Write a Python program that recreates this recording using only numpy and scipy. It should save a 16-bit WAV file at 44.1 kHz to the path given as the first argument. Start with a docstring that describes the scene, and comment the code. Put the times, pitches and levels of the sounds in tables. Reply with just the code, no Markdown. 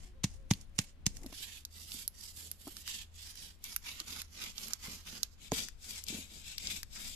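"""A round hand stone works spices on a flat stone slab that lies on the earth of an open yard.
It pounds four times in the first 1.1 s and once more at 5.5 s: noise cracks over a band-passed thud and slab modes.
It scrapes as it is lifted or twisted between blows until 1.3 s, then slides to and fro in short strokes:
banded random grit, with slab rumble, dull knocks and ringing clicks, heard close, then from three other places in turn.
Behind it: yard echo, filtered-noise wind and air, a low wavering sine hum and a faint far-off call of gliding sines."""
import sys
import numpy as np
from scipy import signal
from scipy.fft import rfft, irfft, next_fast_len
from scipy.io import wavfile
from scipy.ndimage import uniform_filter1d

SR = 44100
rng = np.random.default_rng(int(sys.argv[2]) if len(sys.argv) > 2 else 0)


def store_wav(level_fs):
    """Save 16-bit WAV to argv[1]."""
    pcm = np.round(np.clip(np.atleast_2d(level_fs), -1, 1) * 32767)
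    wavfile.write(sys.argv[1], SR, pcm.T.astype(np.int16))


N = 315315
TIME = np.arange(N) / SR


def amp(db):
    """Decibels to gain."""
    return 10 ** (np.asarray(db) / 20)


def unit(x):
    """Scale so that the mean of the channels has rms 1."""
    mid = np.atleast_2d(x).mean(axis=0)
    return x / np.sqrt(np.mean(mid ** 2) + 1e-20)


def band(x, low_hz, high_hz, order=2):
    """Butterworth band-pass."""
    sos = signal.butter(order, [low_hz, min(high_hz, .47 * SR)], "band", fs=SR, output="sos")
    return signal.sosfilt(sos, x + 1e-18)


def colour(x, spectrum):
    """Minimum-phase filter that follows (f/Hz, gain/dB) rows, by way of the folded cepstrum."""
    size = 2 * next_fast_len(x.shape[-1] // 2 + 2048)
    hz, db = np.transpose(spectrum)
    bin_hz = np.arange(size // 2 + 1) * SR / size
    log_gain = np.log(amp(np.interp(np.log(bin_hz + 1), np.log(hz), db)))
    cepstrum = irfft(log_gain)
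    cepstrum[1:size // 2] *= 2
    cepstrum[size // 2 + 1:] = 0
    response = np.exp(rfft(cepstrum))
    return irfft(rfft(x, size) * response)[..., :x.shape[-1]]


def drift(per_s):
    """Normal random points, per_s a second, joined by straight lines."""
    return np.interp(TIME * per_s, np.arange(8192), rng.standard_normal(8192))


def stereo(three, likeness):
    """One shared and two separate signals make a pair of given likeness."""
    c = np.clip(likeness, 0, 1)
    return np.sqrt(c) * three[0] + np.sqrt(1 - c) * three[1:]


def pan(db):
    """Left and right gains, left re right in dB, whose mean is 1."""
    gains = amp(np.array([db, -db]).reshape(2, -1) / 2)
    return gains / gains.mean(axis=0)


def add(out, s, sound):
    """Mix a sound in at a time."""
    at = max(round(s * SR), 0)
    out[:, at:at + sound.shape[-1]] += sound[..., :N - at]


def background(wind_trim_db=-2, hum_db=-67, hum_hz=79.9, waver_hz=1.0, half_order_db=-8,
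               swell_db=9, swell_s=0.17, air_db=-78, hiss_db=-79.0):
    """Wind on the microphone, a low hum that swells and fades as of a distant engine, and still air."""
    # wind strength: t/s, level before trim/dB
    gusts = [(0, -45), (.1, -52), (.4, -47), (.95, -57), (1.07, -41.5), (1.39, -58.5), (5.3, -58),
             (5.6, -50.5), (5.85, -58.5), (7.15, -51.5)]
    # wind spectrum: f/Hz, gain/dB
    wind_colour = [(18, -4.5), (45, -7), (62, -9), (90, -16.5), (130, -20)]
    # centres of the hum's swells: t/s
    swells_s = [1.75, 2.45, 3.15, 4.22, 4.95, 6.1, 6.7]
    gust_s, gust_db = np.transpose(gusts)
    wind = colour(stereo(rng.standard_normal((3, N)), likeness=0.55), wind_colour)
    wind = amp(np.interp(TIME, gust_s, gust_db) + wind_trim_db) * unit(band(wind, 13.0, 130))
    phase = 2 * np.pi * np.cumsum(hum_hz + waver_hz * drift(11)) / SR
    swell = swell_db * sum(np.exp(-np.minimum(np.abs(TIME - s) / swell_s, 10) ** 2) for s in swells_s)
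    tone = np.sin(phase) + amp(half_order_db) * np.sin(phase / 2)
    hum = amp(hum_db + swell + 1.0 * drift(21)) * np.sqrt(2) * tone
    air = stereo(rng.standard_normal((3, N)), likeness=0.064)
    air = amp(air_db) * unit(band(air, 100, 1120, order=1))
    hiss = stereo(rng.standard_normal((3, N)), likeness=0.055)
    hiss = amp(hiss_db) * unit(band(hiss, 900, 4000, order=2))
    return wind * pan(4.4) + hum + air + hiss


def far_call(overtone_db=-17, arch=0.047, waver=0.024):
    """A thin, nearly pure call from far away, perhaps a cockerel; pitch rises and falls with each note's swell."""
    # notes: start/s, length/s, base f/Hz, level/dB
    notes = [(0, 0.18, 341, -68), (0.134, 0.076, 507, -66.5), (0.322, .2, 512, -68.5),
             (.55, 0.65, 541, -78)]
    out = np.zeros(N)
    for start_s, length_s, hz, level_db in notes:
        effort = np.sin(np.pi * np.clip((TIME - start_s) / length_s, 0, 1))
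        phase = 2 * np.pi * np.cumsum(hz * (1 + arch * effort + waver * drift(59))) / SR
        overtones = np.sin(2 * phase) + np.sin(3 * phase)
        out += amp(level_db) * effort * (np.sin(phase) + amp(overtone_db) * overtones)
    return out


def yard_echo(x, near_db=-21, near_s=0.025, wall_db=-31, wall_s=0.1, wall_spread_s=0.024):
    """Scatter from the ground and things nearby, then a weak smeared echo from a brick wall."""
    t = np.arange(SR // 4) / SR
    near = np.exp(-t / near_s) * (t > .003)
    wall = np.exp(-((t - wall_s) / wall_spread_s) ** 2)
    shape = amp(near_db) * near / np.linalg.norm(near) + amp(wall_db) * wall / np.linalg.norm(wall)
    echo = band(shape * rng.standard_normal((2, len(t))), 400, 14000, order=1)
    return signal.fftconvolve(x, echo, axes=1)[:, :N]


def clicking(bounce_s=.0008, bounce=1.0, scatter_db=-19, scatter_s=0.0029,
             ring_trim_db=-6, clack_trim_db=-6, snap_trim_db=-6):
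    """Stone touches bare stone twice within a millisecond; ring pitch depends on the point of contact."""
    # touches: t/s, ring f/Hz, ring, clack and snap before trim/dB, left re right/dB
    clicks = [(0.536, 3930, -42.5, -72, -50.5, -1), (0.6122, 6600, -60.5, -77, -75, -12),
              (1.1692, 6540, -52.5, -61.5, -63, -6), (1.263, 4870, -52.5, -65, -57, -10),
              (1.651, 5200, -46.5, -62, -49.5, -7.5), (1.919, 3900, -44, -73, -52, -8),
              (2.078, 5650, -42.5, -62, -34, -6), (2.5146, 6400, -49.5, -60.5, -41, -9),
              (2.677, 6260, -57.5, -62, -51, -11), (2.7678, 4870, -48, -56, -55, -6),
              (2.8774, 5430, -45.5, -47.5, -50.5, -10), (3.3557, 6710, -55, -64, -58, -3),
              (3.641, 7400, -43.5, -74, -46, -1), (3.7628, 6500, -41, -44, -33.5, -7),
              (4.0015, 5070, -41.5, -56, -49.5, -2), (4.2176, 5330, -45.5, -53, -46, -5),
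              (4.581, 4650, -44, -61, -54, -13), (4.683, 6140, -54, -58, -47.5, -12),
              (4.7343, 5860, -38, -52, -43, -14), (5.2317, 5260, -34, -51.5, -40.5, -9.5),
              (5.6856, 5500, -52, -52, -53.5, 7.5), (6.039, 7400, -49.5, -69, -49, 11),
              (6.0667, 4900, -52, -77, -64, 4), (6.0845, 4770, -42.5, -69, -50, 6),
              (6.5815, 4500, -41.5, -79, -48.5, 4.5), (6.672, 4600, -39.5, -76, -64.5, -1),
              (6.8312, 5040, -48, -50, -49.5, 5.5)]
    out, t = np.zeros((2, N)), np.arange(SR // 30) / SR
    for s, hz, ring_db, clack_db, snap_db, pan_db in clicks:
        touch = amp(scatter_db) * rng.standard_normal((2, len(t))) * np.exp(-t / scatter_s)
        touch[0, 3] += 1
        touch[1, 0] += 1   # the right port is a little nearer
        touch[:, round(bounce_s * SR)] += bounce * (2 * rng.random(2) - 1)
        ring = amp(ring_db + ring_trim_db) * unit(band(touch, hz * 0.73, hz * 1.35))
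        clack = amp(clack_db + clack_trim_db) * unit(band(touch, 1340, 2760))
        snap = amp(snap_db + snap_trim_db) * unit(band(touch, 9900, 13100))
        add(out, s, (ring + clack + snap) * pan(pan_db))
    return out


def grit(per_s, hiss_db, spread_db=3):
    """Grains break at random, most small and a few large, over the even hiss of rubbing stone."""
    sizes = amp(spread_db * np.minimum(rng.exponential(1, N), 6))
    grains = (rng.random(N) < per_s / SR) * sizes * rng.standard_normal((3, N))
    return grains / grains.std() + amp(hiss_db) * rng.standard_normal((3, N))


def slab_response(rumble, knock_t60_s=0.056, rise_s=0.00046, overtones=(2.28, 3.6), roll_db=0, rest_db=-74):
    """The slab rumbles under the moving stone and gives brief dull knocks, damped by the hand."""
    # slab under the rolling stone: f/Hz, gain/dB
    roll_colour = [(100, -7.5), (160, 0.5), (215, 3), (270, -3), (330, -7.5), (450, -9.5), (800, -18),
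                   (1500, -31)]
    # dull knocks of the slab: tipping stone, the fifth blow's body at 5.52 s and low rumble lumps near 6.1 s:
    # t/s, level/dB, f/Hz, overtones re fundamental/dB
    knocks = [(1.222, -49, 323, -6), (1.243, -41, 320, -8), (1.26, -35.5, 255, -10.5),
              (1.325, -45.5, 287, -1), (1.945, -43.5, 236, -22), (2.67, -37, 283, -4),
              (2.678, -43, 352, -2.5), (4.01, -49, 318, -10), (4.881, -39.5, 184, -8),
              (5.128, -45.5, 234, -8), (5.521, -27.5, 447, -9), (5.523, -27, 265, -17),
              (6.102, -36, 215, -22), (6.126, -38.5, 320, -14), (6.145, -34.5, 225, -19),
              (6.186, -40, 256, -19)]
    lumps = stereo(grit(per_s=600, spread_db=1, hiss_db=1.5), likeness=0.83)
    out = np.hypot(amp(roll_db) * rumble, amp(rest_db)) * unit(colour(lumps, roll_colour))
    t = np.arange(SR // 5) / SR
    fade = amp(-60 * t / knock_t60_s) * (1 - np.exp(-t / rise_s))
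    for s, db, hz, overtone_db in knocks:
        phase = 2 * np.pi * hz * t
        upper = sum(amp(overtone_db) ** (k + 1) * np.sin(ratio * phase) for k, ratio in enumerate(overtones))
        add(out, s, amp(db) * (fade * np.sin(phase) + fade ** 2 * upper))
    return out


def pounding(lead_s=.012, squeeze_s=0.0039, burst_s=0.0042, landing_s=0.00088, crumble_s=0.035,
             crumble_db=-21, crush_trim_db=1.5, thud_trim_db=9, knock_trim_db=8, knock_hz=660,
             sink_s=0.0017, crush_pan_db=-2):
    """Spices crackle ever harder as the stone sinks in; then it lands, the slab thuds and crumbs settle."""
    # blows: t/s, crush, thud and knock before trim/dB, left re right before offset/dB,
    # landing hardness re squeeze/dB, gain of the crush's dull part/dB
    blows = [(0.2413, -28, -32, -40, 0, -15, 4), (0.5109, -26.5, -26.5, -35, -2.5, -3, 5.5),
             (0.7889, -24.5, -36, -60, -4, 10, 2.5), (1.0651, -23.5, -36.5, -69, -1.5, 19.5, 0.5),
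             (5.5189, -34.5, -39, -29.5, -9, 20, 2)]
    # spices bursting: f/Hz, gain/dB
    crush_colour = [(290, -33), (500, -5.5), (635, -11.5), (854, -6), (1340, -9), (2320, 1), (2560, -1),
                    (3300, 3.5), (5180, 4.5), (5640, 4.5), (6590, 9.5), (7690, 2.5), (14500, -14.5)]
    # modes of the slab on the earth: f/Hz, level re thud peak/dB, t60/s
    slab_modes = [(125, -23, 0.14), (195, -11.5, 0.1), (265, -21.5, 0.1), (335, -31, 0.052)]
    out, t = np.zeros((2, N)), np.arange(SR // 4) / SR
    impulse = 1. * (t == 0)
    thud = band(impulse, 89, 190)
    thud /= np.abs(thud).max()
    for hz, db, t60_s in slab_modes:
        thud += amp(db - 60 * t / t60_s) * np.sin(2 * np.pi * hz * t)
    knock = band(impulse, knock_hz / 1.82, knock_hz * 1.435, order=3)
    knock /= np.abs(knock).max()
    since = t - lead_s
    rise = np.minimum(since, 0) / squeeze_s
    fall = np.maximum(since - .002, 0) / burst_s
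    squeeze = np.exp(rise - fall) * (since > -.007)
    landing = (since > 0) * np.exp(-np.abs(since) / landing_s)
    settling = (since > 0) * amp(crumble_db) * np.exp(-np.abs(since) / crumble_s)
    for s, crush_db, thud_db, knock_db, pan_db, hard_db, dull_db in blows:
        cracks = stereo(rng.standard_normal((3, len(t))), likeness=0.25)
        cracks = cracks * amp(2.4 * rng.standard_normal(len(t)))
        crush = colour(cracks * (squeeze + amp(hard_db) * landing + settling), crush_colour)
        crush = colour(crush, [(2200, dull_db), (3600, 0.0067)])
        crush *= np.sqrt(.005 * SR) / np.linalg.norm(crush, axis=1, keepdims=True)   # rms 1 if 5 ms long
        add(out, s - lead_s, crush * amp(crush_db + crush_trim_db) * pan(pan_db + crush_pan_db))
        add(out, s, knock * amp(knock_db + knock_trim_db))
        add(out, s + sink_s, thud * amp(thud_db + thud_trim_db))   # the heavy slab answers a moment later
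    return out


def scrape_power(start_s, length_s, level_db, swell_db, arch_db, attack_db_per_s=425, release_db_per_s=331):
    """Power of one scrape over time: quick attack, arched and sloping hold, slightly slower release."""
    t = TIME - start_s
    along = np.clip(t / length_s, 0, 1) - .5
    ends_db = attack_db_per_s * np.maximum(-t, 0) + release_db_per_s * np.maximum(t - length_s, 0)
    db = level_db + swell_db * along - arch_db * (2 * along) ** 2 - ends_db
    power, near = np.zeros(N), db > -120
    power[near] = amp(db[near]) ** 2
    return power


def scraping(dull_arch_db=2.5, sharp_arch_db=3.0, rumble_arch_db=7, rumble_swell=0.87, crunch_s=0.011,
             crunch_sharp_db=-1, crunch_fine_db=-8, pressure_db=.7, pressure_per_s=30,
             wander_db=1.5, wander_per_s=36):
    """Gains of dull scrape, sharp scrape, fine grit and rumble: each scrape is brightest half-way, where the
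    stone is fastest; the hand presses unevenly and the colour wanders."""
    # scrapes: stone lifted or twisted between blows until 1.3 s, then sliding strokes:
    # start/s, length/s, scrape/dB, swell start to end/dB, sharp re dull/dB, fine re scrape/dB, rumble/dB
    scrapes = [(0.0, 0.098, -66.5, -14, 4, -14, -71), (0.283, 0.096, -73.5, 9, 16, -12, -82),
               (0.521, 0.16, -75.5, -17, 11, -6.5, -68), (0.81, 0.021, -57.5, -6.0, 0.5, -8, -63),
               (1.094, 0.22, -69.5, 10, 3.0, -10, -60), (1.345, 0.25, -54.5, -7.5, 2.5, -9, -68.5),
               (1.743, 0.15, -56, 0.5, 7, -9, -69.5), (1.924, 0.1, -49.0, -0.5, 7.5, -7, -61),
               (2.151, 0.15, -57.5, 10.5, 8, -8, -72), (2.372, 0.17, -57.5, -12.5, 7.5, -6.5, -66.5),
               (2.6, 0.22, -61, 3, 6, -4.5, -67), (2.878, 0.137, -48.0, -6, 2, -13, -66.5),
               (3.155, 0.15, -55, 11.5, 3.5, -11.5, -77), (3.378, 0.13, -55, -5.5, 3.5, -10, -67),
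               (3.648, 0.098, -53.0, 5, -1, -4.5, -67), (3.867, 0.21, -54.5, -20.5, -1, -10.5, -67),
               (4.076, 0.14, -49.5, -2, 0.5, -8, -60.5), (4.329, 0.16, -51.5, 8, 4, -11, -59.5),
               (4.583, 0.14, -49, -2, 4.5, -9, -57), (4.835, 0.16, -49.5, -6, 4.5, -9.5, -59.5),
               (5.089, 0.18, -53.5, -18.5, 3.5, -12, -61.5), (5.418, 0.064, -54, -3.5, 3, -12, -68),
               (5.561, 0.098, -43.5, -5.5, 4.5, -10, -54.5), (5.834, 0.16, -47.5, 4.5, 5, -8.5, -63),
               (6.098, 0.158, -48.5, -12, 1.5, -7.5, -53.5), (6.303, 0.11, -53.5, 0.5, 4.5, -9, -61.5),
               (6.44, 0.093, -50, 6.5, 2.0, -13.5, -71), (6.604, 0.17, -44, 5, 3, -11, -57.5),
               (6.933, 0.2, -48.5, 2, 5.5, -8.5, -61.5)]
    # seeds giving way under the stone: t/s, level/dB
    crunches = [(1.188, -76), (1.436, -50), (1.575, -59), (2.022, -65), (3.43, -59), (3.655, -55.5),
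                (3.89, -52), (4.005, -53), (4.195, -45.5), (4.424, -50), (4.583, -60), (4.652, -68),
                (5.082, -52.5), (5.166, -54), (5.545, -41), (5.591, -43.5), (6.099, -44.5), (6.711, -43)]
    dull, sharp, fine, rumble = np.zeros((4, N))
    for start_s, length_s, level_db, swell_db, bright_db, fine_db, rumble_db in scrapes:
        power = scrape_power(start_s, length_s, level_db, swell_db, dull_arch_db)
        fast = scrape_power(start_s, length_s, level_db, swell_db, sharp_arch_db)
        dull_share = 1 / (1 + amp(bright_db) ** 2)
        dull += dull_share * power
        sharp += (1 - dull_share) * fast
        fine += amp(fine_db) ** 2 * fast
        rumble += scrape_power(start_s, length_s, rumble_db, rumble_swell * swell_db, rumble_arch_db)
    crunch = np.zeros(N)
    for s, db in crunches:
        crunch += amp(db) ** 2 * np.exp(-np.minimum(np.abs(TIME - s) / crunch_s, 10) ** 2)
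    dull += crunch
    sharp += amp(crunch_sharp_db) ** 2 * crunch
    fine += amp(crunch_fine_db) ** 2 * crunch
    pressure = pressure_db * drift(pressure_per_s)   # common to all four
    return [np.sqrt(power) * amp(pressure + wander_db * drift(wander_per_s))
            for power in (dull, sharp, fine, rumble)]


def crumbs(per_s=110, level_db=-4):
    """Now and then a larger crumb snaps on its own."""
    snaps = np.zeros((3, N))
    at = np.flatnonzero(rng.random(N) < per_s / SR)
    snaps[:, at] = rng.standard_normal((len(at), 3)).T
    return amp(level_db) * snaps / snaps.std()


def reflected(x, strength=0.6, wander_db=1.37):
    """Short paths by the slab, the hand and the ground comb the sound; their delays wander at random."""
    delays = [s * rng.uniform(0.798, 1.2) * amp(wander_db * drift(6)) for s in (.00025, .0009, .0028)]
    return x + strength * sum(np.interp(TIME - delay, TIME, x) for delay in delays)


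def grinding(gains, span, spectrum, grains, likeness, coarse_db, scrape_db, fine_db, judder_db, pan_db):
    """The scraping stone breaks coarse, middling and fine grit and judders over the pitted slab."""
    dull, sharp, fine = gains
    heard = uniform_filter1d(1. * ((TIME >= span[0]) & (TIME < span[1])), size=256)   # smooth edges
    pair = stereo(grains + crumbs(), likeness)
    rub = colour(np.array([reflected(side) for side in pair]), spectrum)
    dull_scrape = dull * unit(band(rub, 2080, 4145, order=4))
    sharp_scrape = sharp * unit(band(rub, 4605, 8100, order=4))
    sound = amp(scrape_db) * (dull_scrape + sharp_scrape)
    sound += amp(coarse_db + 2.9 * drift(30)) * np.hypot(dull, sharp) * unit(band(rub, 693, 1944, order=4))
    sound += amp(fine_db) * fine * unit(band(rub, 8900, 13770, order=4))
    return heard * sound * pan(pan_db) * amp(judder_db * drift(110))


def scene():
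    """Blows, scrapes and clicks in the open yard; the grinding's colour and side change with the position."""
    # bounds of the listening positions (close, across the yard, above the slab, beside it): t/s
    moves_s = [0, 1.3, 3.6, 5.4, 7.2]
    # scrape spectrum at each position: f/Hz, gain/dB
    close_colour = [(350, -42), (600, 10.5), (964, -10), (1100, -10), (1260, -14), (1570, -4),
                    (3850, -19.5), (6780, -15), (14000, -35)]
    across_colour = [(600, -19.5), (1100, -18), (2000, -3), (3100, 8.5), (5000, -2.5), (7800, -4.5),
                     (9500, -7.5), (11500, -6), (14200, -9)]
    above_colour = [(600, -10), (1300, -5), (1700, -3.5), (2300, -0.5), (4400, -2), (5600, -3.5),
                    (7000, -2.5), (8500, -13.5), (10300, -12.5), (12000, -10), (14200, -17.5)]
    beside_colour = [(600, -12), (1100, -20.5), (1600, -11), (2400, 0.5), (3300, 2.5), (5000, -3),
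                     (7900, -4), (9700, -11), (12000, -10), (14200, -11)]
    *scrape, rumble = scraping()
    close, across, above, beside = zip(moves_s, moves_s[1:])
    work = pounding() + clicking() + slab_response(rumble)
    work += grinding(scrape, close, close_colour, grit(per_s=1600, spread_db=4, hiss_db=1.0), likeness=0.12,
                     coarse_db=-11.5, scrape_db=0.5, fine_db=8.0, judder_db=4.5, pan_db=-3)
    work += grinding(scrape, across, across_colour, grit(per_s=2500, spread_db=2.0, hiss_db=4.5), likeness=0.11,
                     coarse_db=-15, scrape_db=0.5, fine_db=5, judder_db=2, pan_db=-6.5)
    work += grinding(scrape, above, above_colour, grit(per_s=2500, spread_db=2.5, hiss_db=3.5), likeness=0.048,
                     coarse_db=-13.5, scrape_db=-1.5, fine_db=1.5, judder_db=2.0, pan_db=-5.5)
    work += grinding(scrape, beside, beside_colour, grit(per_s=2500, spread_db=2.5, hiss_db=6.0), likeness=0.022,
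                     coarse_db=-18.5, scrape_db=-2.5, fine_db=-1.0, judder_db=1.5, pan_db=3)
    return work + yard_echo(work) + background() + far_call()


def record(dry, cutoff_hz=14400):
    """Each microphone port colours the sound in its own way; the top is cut steeply."""
    # port difference: f/Hz, left re right/dB
    port_colour = [(100, -0.5), (1000, 1.5), (2200, 3.5), (4200, 0.5), (7500, 1.5), (12000, 1)]
    ports = [colour(side, [(hz, sign * db / 2) for hz, db in port_colour]) for side, sign in zip(dry, (1, -1))]
    return signal.sosfilt(signal.ellip(10, .2, 75, cutoff_hz, fs=SR, output="sos"), ports)


dry = scene()
out = record(dry)
store_wav(out)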